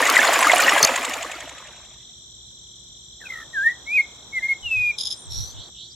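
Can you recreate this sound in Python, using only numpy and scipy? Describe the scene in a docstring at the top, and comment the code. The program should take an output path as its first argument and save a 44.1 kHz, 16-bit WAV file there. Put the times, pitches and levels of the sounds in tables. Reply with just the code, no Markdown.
"""A field with a toy pump: it chugs about eleven times a second, squeaks once and dies away.
The pump is swelling noise bands at each turn; its jet is ringing bubbles, froth and spray into a trough.
Insects trill as falling sine chirps over a chorus of noise bands, with low rumble and faint hum.
A close songbird whistles slurred sines, then chatters and rasps in bands of noise around a moving pitch.
Light puffs of low noise are the wind; a far bird answers hoarsely from the right."""
import sys
import numpy as np
from scipy import signal
from scipy.fft import rfft, irfft, next_fast_len
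from scipy.io import wavfile

SR = 44100
rng = np.random.default_rng(int(sys.argv[2]) if len(sys.argv) > 2 else 0)


def generate_wav(sig):
    """Save sig (samples, or channels by samples) to the path in sys.argv[1] as 16-bit PCM at SR."""
    pcm = np.round(np.clip(np.atleast_2d(sig).T, -1, 1) * 32767).astype(np.int16)
    wavfile.write(sys.argv[1], SR, pcm)


N = 262378
TIME = np.arange(N) / SR
STOP_S = 2.02   # pump gain at the middle of its final release
# spectrum of splashing water: f/Hz, relative level/dB
WATER_SPECTRUM = [(59, -58), (100, -30.5), (185, -24), (271, -16), (424, -10.5), (691, -1.5), (836, -11),
                  (1200, -4), (1420, -8), (1950, -2.5), (4290, -16), (6150, -17), (6990, -16),
                  (12700, -27.5), (16000, -32.5)]


def from_db(db):
    """Decibels to amplitude gain."""
    return 10 ** (np.asarray(db) / 20)


def rms_one(x):
    """Scale to unit rms."""
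    return x / np.sqrt(np.mean(x ** 2) + 1e-20)


def curve(rows, column):
    """One table column, joined by straight lines in time."""
    rows = np.array(rows)
    return np.interp(TIME, np.sort(rows[:, 0]), rows[:, column])


def swell(t, length_s):
    """Smooth hump around t = 0; length at half height."""
    return np.cos(np.pi / 2 * np.clip(t / length_s, -1, 1)) ** 2


def humps(rows):
    """Summed gain of swells: t/s, length/s, level/dB."""
    return sum(from_db(db) * swell(TIME - s, length_s) for s, length_s, db in rows)


def gate(start_s, length_s, attack_s, release_s):
    """Attack, hold and release; length at half height."""
    rise = .5 + (TIME - start_s) / attack_s
    fall = .5 + (start_s + length_s - TIME) / release_s
    gain = np.clip(rise, 0, 1) * np.clip(fall, 0, 1)
    return gain * gain * (3 - 2 * gain)


def fade(start_s, db_per_s):
    """Full gain until a time, then an even decay in dB."""
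    return from_db(-db_per_s * np.maximum(TIME - start_s, 0))


def drift(rate_hz, size=N):
    """Random wander of unit rms: straight lines between 2 * rate_hz random knots per second."""
    knots = rng.standard_normal(int(2 * rate_hz * N / SR) + 2)
    return rms_one(np.interp(TIME[:size] * 2 * rate_hz, np.arange(len(knots)), knots))


def phase_of(hz):
    """Running phase of a moving pitch, rad."""
    return 2 * np.pi * np.cumsum(hz) / SR


def band(x, low_hz, high_hz, order=2):
    """Butterworth band-pass."""
    edges_hz = np.clip([low_hz, high_hz], 12, .47 * SR)
    return signal.sosfilt(signal.butter(order, edges_hz, "band", fs=SR, output="sos"), x)


def hiss(hz, width_hz, order=2):
    """One band of noise, unit rms."""
    return rms_one(band(rng.standard_normal(N), hz - width_hz / 2, hz + width_hz / 2, order=order))


def rough_tone(phase, width_hz):
    """Band of noise carried on a moving pitch, unit rms."""
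    lowpass = signal.butter(3, width_hz / 2, fs=SR, output="sos")
    grain = signal.sosfilt(lowpass, rng.standard_normal((2, N)))
    return rms_one(grain[0] * np.sin(phase) + grain[1] * np.cos(phase))


def shape(x, spectrum):
    """Filter by gains joined over log frequency, falling 20 dB/octave beyond the ends."""
    size = next_fast_len(N)
    hz, db = np.transpose(spectrum)
    octave = np.log2(np.arange(size // 2 + 1) * SR / size + 1)
    beyond = np.abs(octave - np.clip(octave, np.log2(hz[0]), np.log2(hz[-1])))
    gain = from_db(np.interp(octave, np.log2(hz), db) - 20 * beyond)
    return irfft(rfft(x, size) * gain, size)[..., :N]


def tint(x, spectrum):
    """Filter by a spectrum, then scale to unit rms."""
    return rms_one(shape(x, spectrum))


def wide(mid, side, side_db):
    """Left and right from a centre and a side signal."""
    return mid + from_db(side_db) * side * np.array([[1], [-1]])


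def pan(x, balance_db):
    """Place a source by level difference; positive is left."""
    return x * from_db(np.array([[balance_db], [-balance_db]]) / 2)


def noise(spectrum, side_db):
    """Coloured stereo noise from independent centre and side."""
    return wide(*tint(rng.standard_normal((2, N)), spectrum), side_db)


def ring(clicks, hz, t60_s):
    """Two-pole resonator: each click sets a decaying sine ringing."""
    r = from_db(-60 / (t60_s * SR))
    w = 2 * np.pi * hz / SR
    return signal.lfilter([0, np.sin(w)], [1, -2 * r * np.cos(w), r * r], clicks + 1e-18)


def add(out, start_s, sound):
    """Mix a short sound in at a time."""
    at = max(int(start_s * SR), 0)
    out[..., at:at + sound.shape[-1]] += sound[..., :N - at]


def running(db, lingers_s=0):
    """Gain of one pump part: steady, dying away at a common rate, then released to silence."""
    run_s, fade_db_per_s, release_s = .75, 31, .59
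    stop = np.clip(.5 + (STOP_S - TIME) / release_s, 0, 1)
    return from_db(db) * fade(run_s + lingers_s, fade_db_per_s) * stop


def each_turn(delay_s, length_s):
    """A swell at the same point of every pump turn."""
    first_turn_s, turn_s = .068, .08892
    t = (TIME - first_turn_s - delay_s + turn_s / 2) % turn_s - turn_s / 2
    return swell(t, length_s)


def machine():
    """Noise bands swell each turn: drive rasp, gulp falling in pitch, return clack; the motor whines."""
    # motor whine: f/Hz, width/Hz, relative level/dB
    whine_bands = [(7000, 16, -14.5), (7180, 440, -15)]
    # drive rasp, once a turn: f/Hz, width/Hz, relative level/dB
    drive_bands = [(7220, 1400, 1.5), (2690, 1640, 3), (10500, 5000, -16.5)]
    # gulp and clack of every turn: delay/s, length/s, f/Hz, width/Hz, relative level/dB
    stroke = [(0.026, 0.0064, 1056, 348, 6), (0.031, 0.017, 517, 130.2, 0), (0.047, 0.021, 317, 100, -5),
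              (0.06, .035, 260, 69.7, -15.5), (0.076, 0.0099, 2200, 1000, 3), (0.078, 0.017, 692, 200, 1)]
    whine = sum(from_db(db) * hiss(hz, width_hz) for hz, width_hz, db in whine_bands)
    drive = sum(from_db(db) * hiss(hz, width_hz) for hz, width_hz, db in drive_bands)
    rasp = each_turn(delay_s=.0055, length_s=.008) * drive
    gulp = sum(from_db(db) * each_turn(delay_s, length_s) * hiss(hz, width_hz)
               for delay_s, length_s, hz, width_hz, db in stroke)
    gulp_and_whine = (gulp + whine) * running(-29.5, lingers_s=.11)
    return np.sqrt(2) * (gulp_and_whine + rasp * running(-27.5, lingers_s=.24))


def bubbles(per_s, cycles, spread_db, count=36):
    """Bubbles of random size and pitch, born at random, each ring down 60 dB in a number of cycles."""
    born = np.flatnonzero(rng.random(N) < per_s / SR)
    draws = rng.random((len(born), 3))
    sizes = from_db(-spread_db * np.log(.02 + draws[:, 0])) * np.sign(draws[:, 1] - .5)
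    pitch_index = (draws[:, 2] * count).astype(int)
    out = np.zeros(N)
    for k, hz in enumerate(np.geomspace(550, 14000, count)):
        clicks, mine = np.zeros(N), pitch_index == k
        clicks[born[mine]] = sizes[mine]
        out += hz * ring(clicks, hz, cycles / hz)
    return tint(out, WATER_SPECTRUM)


def gurgle(per_s=220, cycles=22, rise=.34, spread_db=3, low_hz=750, high_hz=3400):
    """Middling bubbles, each rising in pitch as it nears the surface."""
    out, t = np.zeros((2, N)), np.arange(SR // 25) / SR
    for when, pitch, size, place in rng.random((int(per_s * STOP_S), 4)):
        hz = low_hz * (high_hz / low_hz) ** pitch
        age = t * hz / cycles   # 1 = 60 dB down
        tone = np.sin(phase_of(hz * (1 + rise * np.minimum(age, 1)))) * from_db(-60 * age)
        level_db = -spread_db * np.log(.043 + size)
        add(out, when * STOP_S, pan(from_db(level_db) * tone, 12 * (place - .5)))
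    return band(out, 670, 9000)


def jet():
    """Jet into the trough: fine froth and a gurgle of larger bubbles over a wash of spray."""
    # stereo width of water: f/Hz, relative side level/dB
    water_width = [(60, -9), (110, -4.5), (200, -7.5), (380, -26), (700, -28.5), (1290, -14), (2380, -12.5),
                   (4400, -11.5), (8120, -9), (15000, -3)]
    froth = np.array([bubbles(per_s=3500, cycles=84, spread_db=8) for _ in range(2)])
    spray = tint(rng.standard_normal((2, N)), WATER_SPECTRUM)
    mid, side = from_db(-3.5) * froth + from_db(-4.5) * spray
    wash = wide(mid, shape(side, water_width), side_db=-3)
    return running(-18.5) * (wash + from_db(.5) * gurgle())


def insects():
    """Sine trains of falling chirps over a far chorus of noise bands, independent left and right."""
    # chirp trains: rate/Hz, start f/Hz, end f/Hz, sounding share, unevenness, relative level/dB
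    trains = [(43.6, 3750, 3050, .75, .03, -50.5), (47.6, 4250, 3450, .75, .03, -53),
              (24.3, 7420, 7380, .55, .002, -53.5), (24.3, 7300, 6980, .45, .002, -58.5)]
    # far chorus: f/Hz, width/Hz, level/dB
    chorus = [(3640, 870, -51), (5865, 620, -52), (7394, 920, -54.5), (5854, 1800, -59.5),
              (12100, 3000, -76.5)]
    out = np.zeros((2, N))
    for rate_hz, start_hz, end_hz, share, uneven, db in trains:
        cycles = phase_of(rate_hz * (1 + uneven * drift(10))) / (2 * np.pi)
        turn = (cycles + rng.random()) % 1
        along = np.clip(turn / share, 0, 1)
        for side in out:
            hz = start_hz + (end_hz - start_hz) * along + 25 * drift(200)
            loud = 2 * from_db(db + drift(7.4)) * np.sin(np.pi * along)
            side += loud * np.sin(phase_of(hz))
    for side in out:
        side += sum(from_db(db) * hiss(hz, width_hz, order=4) for hz, width_hz, db in chorus)
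    return out


def background():
    """Low noise rumble, wavering sine hum, a soft hiss around the bird's calls and puffs of wind."""
    # hum: f/Hz, rms level/dB
    hum_tones = [(64.6, -63), (123.8, -65), (360.7, -68.5)]
    # rumble spectrum: f/Hz, relative level/dB
    field_spectrum = [(15, -67), (25, -44), (49, -4), (129, -9.5), (212, -12.5), (357, -23), (393, -22),
                      (535, -23), (2500, -37), (3250, -71), (5500, -120)]
    # rumble stereo width: f/Hz, relative side level/dB
    field_width = [(60, -6), (110, -13.5), (200, -22), (380, -17), (700, -16), (1290, -8.5), (2380, -7),
                   (4400, -6.5), (8120, -8), (15000, 0)]
    # hiss spectrum: f/Hz, relative level/dB
    hiss_spectrum = [(150, 2), (400, 3), (900, 2), (1600, -5), (3000, -15.5), (9000, -22.5), (15000, -29.5)]
    # wind puffs: t/s, length/s, relative level/dB
    puffs = [(4.66, 0.059, -50), (4.785, 0.051, -39.5), (4.87, 0.07, -52), (5.38, 0.16, -41),
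             (5.58, 0.072, -47)]
    # wind spectrum: f/Hz, relative level/dB
    puff_spectrum = [(25, -2.5), (55, 4), (110, 6), (200, -18), (400, -52)]
    hum = sum(from_db(db) * np.sqrt(2) * np.sin(phase_of(hz + 2 * drift(7.5))) for hz, db in hum_tones)
    mid, side = from_db(-57.5) * tint(rng.standard_normal((2, N)), field_spectrum)
    rumble = wide(mid, shape(side, field_width), side_db=3)
    hiss_gate = gate(3.204, 2.495, attack_s=.012, release_s=.012)
    soft_hiss = from_db(-54.5) * hiss_gate * noise(hiss_spectrum, side_db=-6.5)
    wind = pan(humps(puffs) * noise(puff_spectrum, side_db=8), balance_db=-2.5)
    return hum + rumble + soft_hiss + from_db(1.5) * wind


def splashes(plop_t60_s=.048, rise_per_s=3.055, drop_t60_s=.013, slap_t60_s=.028, slap_db=-9):
    """Large bubbles open with a noise slap and ring upward in pitch; brief bright smacks follow, mostly drops
    on the rim."""
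    # large bubbles: t/s, relative level/dB, f/Hz
    plops = [(0.092, -9.5, 1124), (0.167, 3, 1960), (0.19, -1, 1726), (0.233, -7, 1530), (0.291, -5, 705),
             (0.426, -5, 1046), (0.445, -3.5, 1603), (0.469, 0, 1234), (0.496, -3, 2105),
             (0.534, -0.5, 705), (0.594, -5, 1433), (0.682, 0, 1897), (0.721, -7, 1164),
             (0.777, -7.5, 1640)]
    # brief bright smacks, mostly drops on the rim: t/s, relative level/dB
    drops = [(0.0992, -3), (0.1782, -10.5), (0.334, -9), (0.3905, -9.5), (0.4708, -9.5), (0.5604, -8),
             (0.6018, -10), (0.622, -11.5), (1.0963, -17.5)]
    plop_trim_db, drop_trim_db = -3, -3
    out, t = np.zeros((2, N)), np.arange(SR // 10) / SR
    for s, db, hz in plops:
        tone = np.sin(phase_of(hz * (1 + rise_per_s * (t - .004)))) * (1 - np.exp(-t / .0003))
        slap = rms_one(band(rng.standard_normal(len(t)), .73 * hz, .75 * hz))
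        slap = slap * from_db(slap_db - 60 * t / slap_t60_s)
        plop = from_db(db + plop_trim_db) * (from_db(-60 * t / plop_t60_s) * tone + slap)
        add(out, s, pan(plop, rng.normal(0, 4.9)))
    for s, db in drops:
        decay = from_db(db + drop_trim_db - 60 * t / drop_t60_s)
        smack = band(rng.standard_normal((2, len(t))) * decay, 2900, 12000)
        add(out, s, wide(*smack, side_db=-8))
    return out


def dulled(x):
    """The treble dies away sooner than the rest."""
    low = signal.sosfilt(signal.butter(2, 10000, fs=SR, output="sos"), x)
    return low + (x - low) * fade(1.315, db_per_s=27)


def squeak():
    """Steady tones over a dull noise knock; a wobbling shriek as it catches and as it lets go."""
    # ringing tones: f/Hz, relative level/dB
    tone_table = [(4436, 1.5), (5081, -2.5), (9280, -12.5)]
    start_s, length_s, shriek_s, edge_s = .8282, .0238, .0034, .001
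    shriek_hz, wobble = 6380, .05
    shriek = np.sqrt(2) * np.sin(phase_of(shriek_hz * (1 + wobble * drift(500))))
    shriek = shriek + .33 * hiss(8600, 7000)
    tones = sum(from_db(db) * np.sin(2 * np.pi * hz * TIME) for hz, db in tone_table)
    knock = hiss(1600, 2720) + .26 * hiss(270, 360)
    whole = gate(start_s, length_s, edge_s, edge_s)
    middle = gate(start_s + shriek_s, length_s - 2 * shriek_s, edge_s, edge_s)
    ringing = from_db(-15.5) * tones + from_db(-19.5) * knock
    return from_db(-7.5) * shriek * (whole - middle) + ringing * whole


def song_notes():
    """Envelope, level/dB and pitch/Hz of every whistled note: three long slurs, then short bends."""
    # long slurs: t/s, f/Hz, level/dB
    dipping = [(3.535, 1895, -36), (3.581, 1562, -22), (3.623, 1612, -23), (3.651, 1807, -22),
               (3.671, 1834, -11), (3.705, 1970, -26.5), (3.73, 1910, -36)]
    arching = [(3.86, 2085, -50), (3.878, 2188, -32.5), (3.942, 2500, -21), (3.964, 2512, -16.5),
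               (3.992, 2115, -14.5), (4.008, 2187, -14.5), (4.03, 2150, -51.5)]
    falling = [(4.62, 3210, -54), (4.63, 3020, -43), (4.666, 2827, -24.5), (4.7, 2660, -34.5),
               (4.716, 2644, -20), (4.768, 2504, -21), (4.908, 2401, -20), (4.925, 2180, -40)]
    # short notes: t/s, length/s, level/dB, level change over note/dB, start f/Hz, middle f/Hz, end f/Hz
    short_notes = [(3.209, .085, -42, -10, 1900, 1570, 1430), (3.252, 0.024, -43, 10, 2650, 2510, 2440),
                   (3.296, 0.15, -32, -12.5, 2143, 1897, 1820), (3.316, .115, -52, 5, 1285, 1320, 1320),
                   (4.328, 0.061, -34, 15.5, 2190, 2140, 2012), (4.388, 0.11, -48, -8, 1870, 1695, 1810),
                   (4.426, 0.043, -23.5, 2.5, 2084, 2128, 2130), (4.487, .044, -21, 5, 2163, 2164, 2134),
                   (5.16, 0.12, -47, -4.5, 8370, 9000, 7700)]
    attack_s, release_s = .017, .027
    for slur in (dipping, arching, falling):
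        start_s, end_s = slur[0][0], slur[-1][0]
        yield gate(start_s, end_s - start_s, attack_s, release_s), curve(slur, 2), curve(slur, 1)
    for s, length_s, db, change_db, *bend_hz in short_notes:
        along = (TIME - s) / length_s
        pitch_hz = np.polyval(np.polyfit([0, .5, 1], bend_hz, 2), along)
        yield gate(s, length_s, attack_s, release_s), db + change_db * along, pitch_hz


def whistles(flutter_hz=68, waver_hz=6, soft_waver_hz=50, blur_hz=200, rush_db=-48.5):
    """Near-sine notes with a rush of air and blurred upper overtones; soft ones flutter and waver more."""
    # overtones: multiple of pitch, level re fundamental/dB
    overtones = [(2, -37), (3, -42), (4, -46), (5, -43), (6, -49)]
    # air in the whistle: f/Hz, relative level/dB
    rush_spectrum = [(2000, 0), (4000, 8), (7000, -16), (9500, -2.5), (11500, -5), (12800, -5),
                     (15000, -10)]
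    out, effort = np.zeros(N), np.zeros(N)
    blur = [np.ones(N)] + [rough_tone(0 * TIME, blur_hz) for _ in overtones[1:]]
    for envelope, note_db, hz in song_notes():
        on = np.flatnonzero(envelope)
        size = len(on)
        softness = np.clip((-21 - note_db[on].max()) / 14, .06, .8)
        flutter = np.sin(phase_of(flutter_hz * (1 + .17 * drift(27, size))))
        level_db = note_db[on] + 1.4 * softness * drift(60, size)
        loud = envelope[on] * from_db(level_db) * (1 + softness * flutter)
        phase = phase_of(hz[on] + (waver_hz + soft_waver_hz * softness) * drift(250, size))
        out[on] += np.sqrt(2) * loud * np.sin(phase)
        if hz[on].mean() < SR / 12:   # only the low notes carry overtones and air
            effort[on] += loud * (1 + 12 * softness)   # soft notes are the airiest
            for k, (multiple, db) in enumerate(overtones):
                out[on] += np.sqrt(2) * from_db(db) * loud * blur[k][on] * np.sin(multiple * phase)
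    return out, from_db(rush_db) * np.sqrt(effort) * noise(rush_spectrum, side_db=-6.5)


def chatter(uneven_s=.0012, grain_db=2):
    """Bursts of quick rough chips, each falling in pitch."""
    # bursts: t/s, length/s, relative level/dB
    bursts = [(4.982, 0.048, -29), (5.032, .014, -32), (5.051, 0.037, -28), (5.104, 0.034, -28.5)]
    # bands: multiple of pitch, width/Hz, relative level/dB
    chatter_bands = [(0.704, 616, -3), (0.998, 330, 0.5), (1.29, 686, -9.5), (2.029, 810, -11)]
    chip_hz, chip_s, fall_octaves, gap_db = 5120, .0161, .14, 3.5
    loud, along = np.zeros(N), np.zeros(N)
    clock = TIME + uneven_s * drift(30)
    for s, length_s, db in bursts:
        loud += from_db(db) * gate(s, length_s, attack_s=.0099, release_s=.033)
        along = np.where(TIME >= s, (clock - s) / chip_s % 1, along)
    phase = phase_of(chip_hz * 2 ** (fall_octaves * (.5 - along)))
    chips = from_db(grain_db * drift(200) - gap_db * np.cos(np.pi * along) ** 2)
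    voice = sum(from_db(db) * rough_tone(share * phase, width_hz) for share, width_hz, db in chatter_bands)
    return loud * chips * voice


def harsh_calls(buzz_hz=95):
    """Chatter, then a buzzing rasp of noise bands that holds, then fades as its pitch rises ever faster."""
    # rasp bands: multiple of pitch, width/Hz, relative level/dB
    rasp_bands = [(1, 350, 1), (.7, 720, -5), (1.03, 4000, -11.5), (1.7, 820, -22), (2.01, 1100, -17.5)]
    start_s, length_s, hold_s, edge_s = 5.308, .225, .095, .044
    start_hz, rise_hz = 5575, 689
    buzz = 1 + .23 * np.sin(phase_of(buzz_hz * (1 + .325 * drift(30))))
    along = np.clip((TIME - start_s) / length_s, 0, 1)
    phase = phase_of(start_hz + rise_hz * along ** 2)
    rasp = sum(from_db(db) * rough_tone(share * phase, width_hz) for share, width_hz, db in rasp_bands)
    loud = from_db(-35) * gate(start_s, length_s, edge_s, edge_s) * fade(start_s + hold_s, db_per_s=91)
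    return chatter() + loud * buzz * rasp


def outdoors(x, echo_db=-21, tail_db=-29, t60_s=.58):
    """One near echo and a faint decaying scatter from plants and banks, by convolution."""
    t = np.arange(SR) / SR
    scatter = rng.standard_normal((2, SR)) * from_db(-60 * t / t60_s) * (t > .012)
    response = from_db(tail_db) * scatter / np.sqrt(np.sum(scatter ** 2) / 2)
    response[:, int(.043 * SR)] += from_db(echo_db)
    return signal.fftconvolve(x[None], response, axes=1)[:, :N]


def bird(song_side_db=-13, harsh_side_db=-8):
    """Close calls with a wandering stereo side; noise modulation breaks the whistle into burrs."""
    # burrs: t/s, length/s, modulation depth/dB
    burrs = [(3.7, 0.027, -21), (3.995, 0.03, -33), (4.385, 0.0069, -13)]
    (song, rush), harsh = whistles(), harsh_calls()
    song = song * (1 + humps(burrs) * hiss(260, 150))
    song_side = signal.hilbert(song, next_fast_len(N))[:N].imag * drift(15)   # 90 degrees out of phase
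    harsh_side = harsh * drift(300)
    direct = pan(wide(song, song_side, song_side_db), balance_db=.5) + wide(harsh, harsh_side, harsh_side_db)
    return direct + rush + outdoors(song + harsh)


def answers():
    """A far bird off to the right replies with hoarse rising bands of noise."""
    # answers: t of peak/s, length/s, relative level/dB, start f/Hz
    replies = [(5.608, 0.096, -41, 3280), (5.812, 0.1, -39.5, 3260), (5.919, 0.031, -48, 4900)]
    rise_octaves_per_s = 2.6
    out = np.zeros(N)
    for s, length_s, db, hz in replies:
        age_s = np.clip(TIME - s + length_s / 2, 0, 2 * length_s)
        phase = phase_of(hz * 2 ** (rise_octaves_per_s * age_s))
        out += from_db(db) * swell(TIME - s, length_s) * rough_tone(phase, width_hz=1000)
    return pan(band(out, 3130, 7000, order=4), balance_db=-5)


def scene():
    """The pump in front, the bird close by, the field all round."""
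    pump = dulled(machine() + jet()) + band(splashes(), 370, 19000) + squeak()
    return pump + bird() + answers() + insects() + background()


def record(dry):
    """Clip at full scale, then low-pass steeply."""
    lowpass = signal.ellip(10, .2, 80, 16300, fs=SR, output="sos")   # order, ripple/dB, stop/dB, f/Hz
    return signal.sosfilt(lowpass, np.clip(dry, -1, 1))


dry = scene()
out = record(dry)
generate_wav(out)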